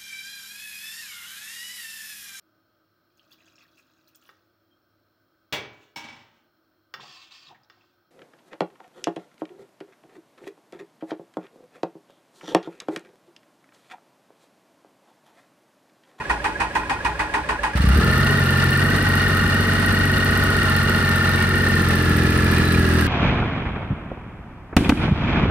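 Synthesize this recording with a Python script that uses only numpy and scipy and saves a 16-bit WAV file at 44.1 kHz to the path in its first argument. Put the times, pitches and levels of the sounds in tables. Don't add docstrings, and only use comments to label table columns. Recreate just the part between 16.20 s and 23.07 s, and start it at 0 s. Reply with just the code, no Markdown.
import sys
import numpy as np
from scipy import signal
from scipy.fft import rfft, irfft, next_fast_len
from scipy.io import wavfile
from scipy.ndimage import uniform_filter1d, map_coordinates

SR = 44100
rng = np.random.default_rng(int(sys.argv[2]) if len(sys.argv) > 2 else 0)


def dump(signal):
    limited = np.clip(np.atleast_2d(signal).T, -1, 1)
    pcm = np.round(limited * 32767).astype(np.int16)
    wavfile.write(sys.argv[1], SR, pcm)


N = 302967

# time in seconds, speed in rpm.
CRANK_SPEED = [(1.549, 795), (1.84, 1778), (1.98, 1794), (2.15, 1902), (2.25, 1786), (2.52, 1794),
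               (2.72, 1940), (2.95, 1862), (3.33, 1842), (3.43, 1889), (4.42, 1857), (4.55, 1781),
               (4.67, 1862), (4.93, 1789), (5.41, 1844), (5.89, 1708), (6.33, 1731), (6.87, 1636)]
CATCH_S, CATCH_PLACE, IDLE_RPM = 1.549, .3, 1850
EFFORT_SPAN_S, MAX_EFFORT = 0.44, 0.82
LEAN_S, LEAN_LENGTH_S = 4.86, 1

# place in the cycle 0-1, relative exhaust strength in dB, relative intake strength in dB.
CYLINDERS = [(0.98, -1, -5), (.318, -1.5, 9), (.651, -1.5, -2)]
# frequency in Hz, gain in dB.
PIPE_COLOUR = [(22, -84), (31, -35), (40, -4), (47, 0), (65, 23.5), (90, 9.5), (135, 9.5), (180, -5.5),
               (230, -10), (300, 8), (600, -74)]
# frequency in Hz, gain in dB.
BARK_COLOUR = [(60, -28), (130, 0.5), (215, 4), (300, 2.5), (385, -13), (480, -6.5), (600, -37.5),
               (1200, -56.5)]
# frequency in Hz, gain in dB.
RUSH_COLOUR = [(30, -44), (60, 7.5), (110, -9.5), (150, 8), (230, -5), (290, -5.5), (420, -1.5), (560, -17),
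               (1500, -44.5)]
# frequency in Hz, width in Hz, gain in dB.
TAILPIPE_MODES = [(290, 23, -3), (375.5, 7.9, -2)]
# time in seconds, strength in dB
BOOMS = [(1.553, -14), (1.601, -12), (1.641, -6), (1.672, -10.5), (1.704, -21), (1.733, -23), (1.759, -8),
         (1.786, -29)]
# frequency in Hz, width in Hz, gain in dB.
SILENCER_MODES = [(60.8, 6, 0), (190, 79, -11.5)]
# frequency in Hz, width in Hz, gain in dB.
DRONE_MODES = [(134, 18, 0)]
EXHAUST_DB, BARK_DB, RUSH_DB, TAILPIPE_DB = -21.5, -27.5, -30, -40
EFFORT_EXHAUST_DB, EFFORT_BARK_DB, EFFORT_RUSH_DB = -1, 4.5, 6.5
LEAN_EXHAUST_DB, LEAN_BARK_DB, LEAN_TAILPIPE_DB = 2, 4.5, 12.5
RUN_UP_S, RUN_UP_DB, BOOM_RISE_S = .3, 7, .003
DRONE_DB, DRONE_SWELL_S, DRONE_HOLD_S, DRONE_FALL_DB_PER_S = -27, 0.22, 1.27, 56

# tooth contacts per cycle, relative level in dB, place of greatest load in the cycle 0-1,
# swing of load in dB, change on leaning back in dB.
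GEAR_MESHES = [(121, -25, .235, 7.5, 3.5), (94, -26.5, .42, 9, -2), (186, -37, .32, 10, 1),
               (242, -46, .3, 9, -1), (281, -41, .32, 10, 0), (82, -38, .1, 2, -4),
               (75.5, -34.5, .2, 2, -9)]
# frequency in Hz, width in Hz, gain in dB.
COVER_MODES = [(1160, 50, -4), (1425, 150, 1), (1820, 220, 1), (2780, 360, 0), (3650, 250, -2),
               (4220, 400, 0)]
# place in the cycle 0-1, relative strength in dB.
BACKLASH = [(.26, -3), (.645, 0), (.95, -7)]
# frequency in Hz, width in Hz, gain in dB.
KNOCK_MODES = [(1813, 34, 0)]
GEARS_DB, KNOCK_DB, PUMP_DB = -25.5, -35, -45
GEARS_DB_PER_OCT, LEAN_GEARS_DB, LEAN_PUMP_DB = 8, -3.5, -3
PUMP_BEATS = 42

# place in the cycle 0-1, relative strength in dB.
VALVE_SEATINGS = [(.0, 0), (.15, 3), (.28, 0.5), (.46, 3), (.635, -2), (.725, 1), (.82, -1), (0.939, 2)]
# frequency in Hz, width in Hz, gain in dB.
CASING_MODES = [(636, 11, -12), (832, 19.5, 0), (910, 23, -6.5), (1045.7, 13, 2), (1150, 6.2, 3),
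                (1275, 9.2, 8.5), (1366, 13.4, 8), (1441, 53, -3), (1570, 28, -8), (1923, 17, 4),
                (2201, 18, -4), (2400, 14, -6), (2780, 33, -9), (3700, 28, -6), (4370, 35, -15),
                (4610, 130, -34), (5330, 21, -17)]
# frequency in Hz, gain in dB.
CLATTER_COLOUR = [(150, 4), (450, -5.5), (620, -1.5), (730, -9), (1100, -1.5), (1450, 3.5), (1900, 1),
                  (2250, -6.5), (2800, -4), (3430, -10), (4400, -8.5), (7100, -21), (9300, -14),
                  (11500, -34.5), (13200, -24.5), (15500, -36)]
# place in the cycle 0-1, relative strength in dB.
CHAIN_SLAPS = [(.265, 0), (.805, -1.5)]
# frequency in Hz, width in Hz, gain in dB.
HEAD_MODES = [(2850, 48, 0), (3680, 70, -13), (4290, 75, -5.5)]
# place in the cycle 0-1, relative strength in dB.
INJECTOR_TICKS = [(.155, -10.5), (0.468, -0.5), (.815, -6)]
# frequency in Hz, width in Hz, gain in dB.
INJECTOR_MODES = [(8300, 200, -6), (9250, 150, 0), (10200, 170, -2), (13000, 160, -1.5), (14300, 220, -6)]
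RING_DB, CLATTER_DB, SLAP_DB, TICKS_DB = -31, -26, -37.5, -43
LEAN_RING_DB, LEAN_SLAP_DB = -2.5, -8
TICK_DETUNE = .035
CLATTER_DB_PER_OCT, CLATTER_RISE_S, CLATTER_RISE_DB = -2, .28, 4.5

# frequency in Hz, width in Hz, gain in dB.
AIRBOX_MODES = [(150, 60, -6.5), (185.2, 47, 2), (220, 50.3, 1), (439, 170, -20.5)]
INTAKE_DB, INTAKE_DB_PER_OCT, LEAN_INTAKE_DB = -27, 10, -1

# time in seconds, relative strength in dB.
CLASHES = [(0.099, -11), (0.246, -10.5), (0.405, -10), (0.555, -10.5), (0.699, -10.5), (0.851, -10),
           (0.996, -11), (1.141, -10.5), (1.292, -11), (1.436, -10)]
# mean delay after it in seconds, mean strength relative to it in dB.
REBOUNDS = [(.007, -6), (.015, -2.5), (0.027, -8.5), (.045, -11)]
# share of the way from clash to clash, mean gear pitch in Hz,
# mean whine level in dB, rattle level in dB.
STARTER_STROKE = [(0, 500, -42, -25), (.1, 468, -36, -27), (.25, 490, -43, -29), (.38, 470, -43, -32),
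                  (.46, 481, -35, -32), (.58, 525, -48, -37), (.66, 545, -38, -39), (.72, 560, -29, -40),
                  (.79, 590, -41, -41), (.92, 560, -39, -39), (1, 500, -42, -31)]
# multiple of the gear pitch, relative level in dB.
STARTER_TONES = [(1, 11), (2, -14), (3, 0), (4, -7)]
# frequency in Hz, width in Hz, gain in dB.
HOUSING_MODES = [(311.6, 5.1, 2), (418, 4.9, -1), (585, 47, -16.5), (805, 11.3, 4.5), (879, 26.7, 4),
                 (1011, 65, 2.5), (1455, 87, -5.5), (1652, 51, -2.5), (1878, 50, 0), (2500, 36, -2),
                 (2900, 150, -26)]
# frequency in Hz, gain in dB.
SCRAPE_COLOUR = [(200, -29), (900, -2), (2400, -3), (3500, -13), (5000, -17.5), (7000, -23), (9000, -19),
                 (11000, -33), (15000, -40)]
# frequency in Hz, gain in dB.
CRANK_AIR_COLOUR = [(22, -31), (40, -5), (58, 1), (80, -5), (110, -7), (140, -10), (300, -9.5),
                    (600, -14.5), (1500, -24.5), (5000, -34), (15000, -57)]
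# frequency in Hz, width in Hz, gain in dB.
CHUFF_MODES = [(57.4, 2.9, 0)]
# start after the clash in seconds, length in seconds,
# mean start pitch in Hz, mean end pitch in Hz, mean level in dB.
GRINDS = [(-.001, .014, 1060, 930, -18), (.009, .02, 930, 820, -18.5), (-.001, .019, 2010, 1730, -21.5),
          (.006, .016, 1500, 1400, -26), (.025, .026, 1020, 1040, -24), (.03, .058, 900, 820, -28)]
CLASH_DB, CHUFF_DB = -38, -44.5
GRIND_ATTACK, GRIND_SCATTER = .22, .018
# time in seconds, relative strength in dB.
RELEASE_CLACKS = [(1.534, -36), (1.560, -28), (1.607, -33)]
RELEASE_T60 = .09

# start in seconds, length in seconds, pitch in Hz, level in dB.
RATTLES = [(4.805, 0.55, 3940, -45), (5.05, 0.35, 2240, -38), (5.42, 0.23, 4140, -43),
           (5.93, 0.69, 2430, -37), (6.364, 0.22, 4000, -35), (6.361, 0.54, 2610, -55)]
# place in the cycle 0-1, relative strength in dB.
SHAKES = [(.29, 0), (.37, -3), (.5, -5), (.79, 0), (.87, -3), (.02, -5)]
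RATTLE_WIDTH_HZ = 85
TOP_HZ = 15800


def amp(db):
    return 10 ** (np.asarray(db) / 20)


def unit(x):
    return x / np.sqrt(np.mean(x ** 2) + 1e-20)


def curves(rows, at):
    places, *columns = np.transpose(rows)
    return [np.interp(at, places, column) for column in columns]


def wobble(rate):
    knots = rng.standard_normal(int(N * rate / SR) + 4)
    return map_coordinates(knots, [np.arange(N) * rate / SR])


def convolve(x, ring):
    return signal.fftconvolve(np.atleast_2d(x), np.atleast_2d(ring), axes=1)[:, :N]


def coloured(x, points, size=8192):
    hz, db = np.transpose(points)
    bins = np.fft.rfftfreq(size, 1 / SR)
    gain = amp(np.interp(np.log(bins + 1), np.log(hz), db))
    cepstrum = irfft(np.log(gain))
    cepstrum[1:size // 2] *= 2
    cepstrum[size // 2 + 1:] = 0
    return convolve(x, irfft(np.exp(rfft(cepstrum))))


def resonate(x, modes, size=16384):
    f = np.fft.rfftfreq(size, 1 / SR)
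    response = 0
    for k, (centre, width, db) in enumerate(modes):
        damping = 1j * f * width
        response = response + (-1) ** k * amp(db) * damping / (centre * centre - f * f + damping)
    return convolve(x, irfft(response))


def blows(cycle, rows, scatter_db, slop=0):
    out = np.zeros(N)
    for place, db in rows:
        at = np.flatnonzero(np.diff(np.floor(cycle - place)) > 0)
        size, late = rng.standard_normal((256, 2))[:len(at)].T
        at = np.minimum(np.searchsorted(cycle, cycle[at + 1] + slop * late), N - 1)
        out[at] += amp(db + scatter_db * size) * (at > 0)
    return out


def bursts(hits, t60):
    decay = amp(-120 * np.arange(SR // 4) / SR / t60)
    energy = convolve(hits ** 2, decay)
    return np.sqrt(np.abs(energy)) * rng.standard_normal((2, N))


def struck(hits, modes, scatter_db, apart, detune=0, attack=0.0006):
    t = np.arange(SR // 8) / SR
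    hz, width, db = np.transpose(modes)
    rings = np.exp(np.outer(2j * np.pi * hz - np.pi * width, t)) * (1 - np.exp(-t / attack))
    out = np.zeros((2, N + len(t)))
    draws = rng.standard_normal((1024, 4, len(hz)))
    for at, (size, turn, ears, bend) in zip(np.flatnonzero(hits), draws):
        phase = np.pi * turn + apart * np.array([ears, -ears]) / 2
        weights = width * amp(db + scatter_db * size) * np.exp(1j * phase)
        tuned = rings
        if detune:
            tuned = rings * np.exp(np.outer(2j * np.pi * hz * detune * bend, t))
        out[:, at:at + len(t)] += hits[at] * (weights @ tuned).real
    return unit(out[:, :N])


def widen(pair, side_db):
    return unit(pair[0] + amp(side_db) * np.array([pair[1], -pair[1]]))


def bodywork(x, t60, wet_db):
    t = np.arange(SR // 3) / SR
    tail = rng.standard_normal((2, len(t))) * amp(-60 * t / t60)
    return x + amp(wet_db) * convolve(x, tail / np.linalg.norm(tail[0]))


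def exhaust(t, cycle, effort, lean):
    firings = blows(cycle, [(place, db) for place, db, _ in CYLINDERS], scatter_db=.8)
    swell_db = EFFORT_EXHAUST_DB * effort + LEAN_EXHAUST_DB * lean
    beat = amp(swell_db + EXHAUST_DB) * unit(coloured(firings, PIPE_COLOUR))
    suction = -unit(np.roll(firings, round(0.00447 * SR)))
    puffs = suction + amp(-14) * unit(bursts(firings, t60=.06))
    bark_db = BARK_DB + EFFORT_BARK_DB * effort + LEAN_BARK_DB * lean
    bark = amp(bark_db) * unit(coloured(puffs[0], BARK_COLOUR))
    gas = coloured(bursts(firings, t60=0.085), RUSH_COLOUR)
    rush = amp(RUSH_DB + swell_db + EFFORT_RUSH_DB * effort) * widen(gas, side_db=-13)
    tailpipe_db = TAILPIPE_DB + EFFORT_BARK_DB * effort + LEAN_TAILPIPE_DB * lean
    tailpipe = amp(tailpipe_db) * unit(resonate(puffs[0], TAILPIPE_MODES))

    age = t - CATCH_S
    s, db = np.transpose(BOOMS)
    boom_hits = np.bincount(np.round(s * SR).astype(int), amp(db), N)
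    boom = -resonate(boom_hits, SILENCER_MODES)
    boom = uniform_filter1d(boom, round(BOOM_RISE_S * SR))
    boom *= amp(db.max()) / np.abs(boom).max()
    drone_db = DRONE_DB - DRONE_FALL_DB_PER_S * np.maximum(age - DRONE_HOLD_S, 0)
    drone_swell = np.clip(age / DRONE_SWELL_S, 0, 1)
    drone = amp(drone_db) * drone_swell * unit(resonate(firings, DRONE_MODES))
    build = amp(np.interp(age, [0, RUN_UP_S], [-RUN_UP_DB, 0]))
    return build * (beat + bark + rush + tailpipe) + boom + drone


def gears(cycle, octaves, lean):
    uneven = .0008 * np.sin(2 * np.pi * 3 * cycle) + .0012 * np.sin(2 * np.pi * 2 * cycle)
    angle = cycle + uneven + .0022 * wobble(22)
    chatter = .33 - 1.3 * np.minimum(octaves, 0)
    teeth_sum = np.zeros(N)
    for teeth, db, place, swing_db, lean_db in GEAR_MESHES:
        load = amp(swing_db * np.cos(4 * np.pi * (cycle - place)) + 1.8 * wobble(90))
        tone = np.sin(2 * np.pi * teeth * angle + chatter * wobble(170))
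        teeth_sum += amp(db + lean_db * lean) * unit(load * tone)
    covered = resonate(teeth_sum, COVER_MODES)[0]
    reflected = unit(bodywork(covered, t60=.025, wet_db=20)[0])
    whirr = amp(GEARS_DB) * widen([unit(covered), reflected], side_db=-12.0)
    pump_db = PUMP_DB + LEAN_PUMP_DB * lean + 3 * wobble(30)
    pump = amp(pump_db) * unit(np.sin(2 * np.pi * PUMP_BEATS * angle))
    play = blows(cycle, BACKLASH, scatter_db=1.2)
    knock = amp(KNOCK_DB) * unit(resonate(play, KNOCK_MODES))
    return amp(GEARS_DB_PER_OCT * octaves + LEAN_GEARS_DB * lean) * (whirr + knock + pump)


def valve_train(t, cycle, octaves, lean):
    seats = blows(cycle, VALVE_SEATINGS, scatter_db=1.8, slop=.018)
    ring = amp(RING_DB + LEAN_RING_DB * lean) * struck(seats, CASING_MODES, scatter_db=3.3, apart=1.2)
    slaps = blows(cycle, CHAIN_SLAPS, scatter_db=1.5, slop=.012)
    head = struck(slaps, HEAD_MODES, scatter_db=2, apart=1, detune=.01, attack=.002)
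    head = head + unit(resonate(bursts(slaps, t60=.09), HEAD_MODES))
    slap = amp(SLAP_DB + LEAN_SLAP_DB * lean) * unit(head)
    rattle = unit(bodywork(seats, t60=.08, wet_db=40))
    chain = unit(rng.standard_normal((2, N)) * amp(2.5 * wobble(330)))
    knocks = rattle + amp(-7) * unit(bursts(seats, t60=.06)) + amp(-1) * chain
    clatter = amp(CLATTER_DB) * widen(coloured(knocks, CLATTER_COLOUR), side_db=-2.5)
    closings = [(place + .03, db - 1) for place, db in INJECTOR_TICKS]
    needles = blows(cycle, list(INJECTOR_TICKS) + closings, scatter_db=2, slop=.009)
    rings = struck(needles, INJECTOR_MODES, scatter_db=2.5, apart=.5, detune=TICK_DETUNE, attack=.0015)
    ticks = amp(TICKS_DB) * unit(bodywork(rings, t60=.045, wet_db=0))
    rise_db = np.interp(t - CATCH_S, [0, CLATTER_RISE_S], [-CLATTER_RISE_DB, 0])
    ear_gain = amp([[-.8], [.8]])
    return amp(CLATTER_DB_PER_OCT * octaves + rise_db) * ((ring + slap + clatter) * ear_gain + ticks)


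def intake(cycle, octaves, lean):
    gulps = blows(cycle, [(place + .23, db) for place, _, db in CYLINDERS], scatter_db=.8)
    level_db = INTAKE_DB + INTAKE_DB_PER_OCT * octaves + LEAN_INTAKE_DB * lean
    return -amp(level_db) * unit(resonate(gulps, AIRBOX_MODES))


def starter(t):
    s, db = np.transpose(CLASHES)
    gap = np.mean(np.diff(s))
    stroke = np.interp(t, np.r_[s[0] - gap, s, s[-1] + gap], np.arange(len(s) + 2)) % 1
    pitch_hz, whine_db, rattle_db = curves(STARTER_STROKE, stroke)
    drift = 1 + .012 * wobble(8)
    turn = np.cumsum(pitch_hz * (1 + .012 * wobble(40)) * drift) / SR + .024 * wobble(260)
    teeth = sum(amp(level) * np.sin(2 * np.pi * multiple * turn) for multiple, level in STARTER_TONES)
    housed = bodywork(resonate(teeth, HOUSING_MODES), t60=.05, wet_db=-7)
    whine = amp(whine_db + 2.5 * wobble(12)) * unit(housed)
    grit = rng.standard_normal((2, N)) * amp(4 * wobble(300))
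    rattle = amp(rattle_db) * widen(resonate(grit, HOUSING_MODES), side_db=-5.5)

    hits = np.zeros(N)
    hits[np.round((s + .002) * SR).astype(int)] = amp(db)
    for after, drop_db in REBOUNDS:
        late, size = rng.standard_normal((len(s), 2)).T
        at = np.round((s + after * (1 + .1 * late)) * SR).astype(int)
        hits[at] = amp(db + drop_db + .7 * size)
    clang = struck(hits, HOUSING_MODES, scatter_db=1.5, apart=.8, attack=.001)
    clash = amp(CLASH_DB) * unit(bodywork(clang, t60=0.07, wet_db=-4))
    early_hits = np.roll(hits, -round(0.0052 * SR))
    scrape = amp(-39.0) * widen(coloured(bursts(early_hits, t60=0.14), SCRAPE_COLOUR), side_db=0.5)
    brushes = amp(-39) * widen(coloured(rng.standard_normal((2, N)), SCRAPE_COLOUR), side_db=0.0)
    air_db = -34.5 + 2 * np.cos(2 * np.pi * (stroke - .15))
    air = amp(air_db) * widen(coloured(rng.standard_normal((2, N)), CRANK_AIR_COLOUR), side_db=-18)
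    strokes = np.bincount(np.round(s * SR).astype(int), minlength=N)
    chuff = amp(CHUFF_DB) * unit(resonate(strokes, CHUFF_MODES))
    mix = whine + rattle + clash + grind(t) + scrape + brushes + air + chuff
    return mix * np.interp(t, [1.55, 1.6], [1, 0]) * amp([[-.7], [.7]])


def grind(t):
    out = np.zeros(N)
    for after, length, start_hz, end_hz, level_db in GRINDS:
        chatter = .55 * wobble(450)
        for (s, _), (bend, size) in zip(CLASHES, rng.standard_normal((len(CLASHES), 2))):
            span = slice(*np.searchsorted(t, [s + after, s + after + length]))
            u = (t[span] - s - after) / length
            pitch_hz = (start_hz + (end_hz - start_hz) * u) * (1 + GRIND_SCATTER * bend)
            turn = np.cumsum(pitch_hz) / SR
            envelope = np.minimum(u / GRIND_ATTACK, 1) * np.sqrt(np.abs(1 - u))
            out[span] += amp(level_db + size) * envelope * np.sin(2 * np.pi * turn + chatter[span])
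    return bodywork(out, t60=0.11, wet_db=-12)


def release():
    s, db = np.transpose(RELEASE_CLACKS)
    hits = np.bincount(np.round(s * SR).astype(int), amp(db - db.max()), N)
    clacks = coloured(bursts(hits, RELEASE_T60), SCRAPE_COLOUR)
    return amp(db.max() + 14) * clacks


def loose_parts(t, cycle):
    out = np.zeros((2, N))
    for start, length, hz, db in RATTLES:
        shakes = blows(cycle, SHAKES, scatter_db=2, slop=.02)
        swell = np.sqrt(np.abs(np.sin(np.pi * np.clip((t - start) / length, 0, 1))))
        rattle = struck(shakes, [(hz, RATTLE_WIDTH_HZ, 0)], scatter_db=-3.5, apart=0.63)
        out += amp(db) * swell * rattle
    return out


def scene():
    t = np.arange(N) / SR
    rpm, = curves(CRANK_SPEED, t)
    cycle = CATCH_PLACE + np.cumsum(rpm * (t >= CATCH_S)) / SR / (2 * 60)
    octaves = np.log2(rpm / IDLE_RPM)
    surplus = (rpm - uniform_filter1d(rpm, round(EFFORT_SPAN_S * SR))) / 100
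    effort = np.clip(surplus, -MAX_EFFORT, MAX_EFFORT)
    lean = np.clip((t - LEAN_S) / LEAN_LENGTH_S, 0, 1)
    engine = exhaust(t, cycle, effort, lean) + intake(cycle, octaves, lean)
    engine = engine + gears(cycle, octaves, lean) + valve_train(t, cycle, octaves, lean)
    engine = engine + loose_parts(t, cycle)
    onset = np.clip((t - CATCH_S) / 0.0026, 0, 1)
    return starter(t) + release() + onset * engine


def record(dry, count=3):
    ports = np.array([np.pad(dry[0], (count, 0))[:N], dry[1]])
    ports = signal.sosfilt(signal.butter(2, 27, "highpass", fs=SR, output="sos"), ports)
    size = next_fast_len(N + SR // 2)
    passed = np.fft.rfftfreq(size, 1 / SR) < TOP_HZ
    return irfft(rfft(ports, size) * passed, size)[:, :N]


dry = scene()
out = record(dry)
dump(out)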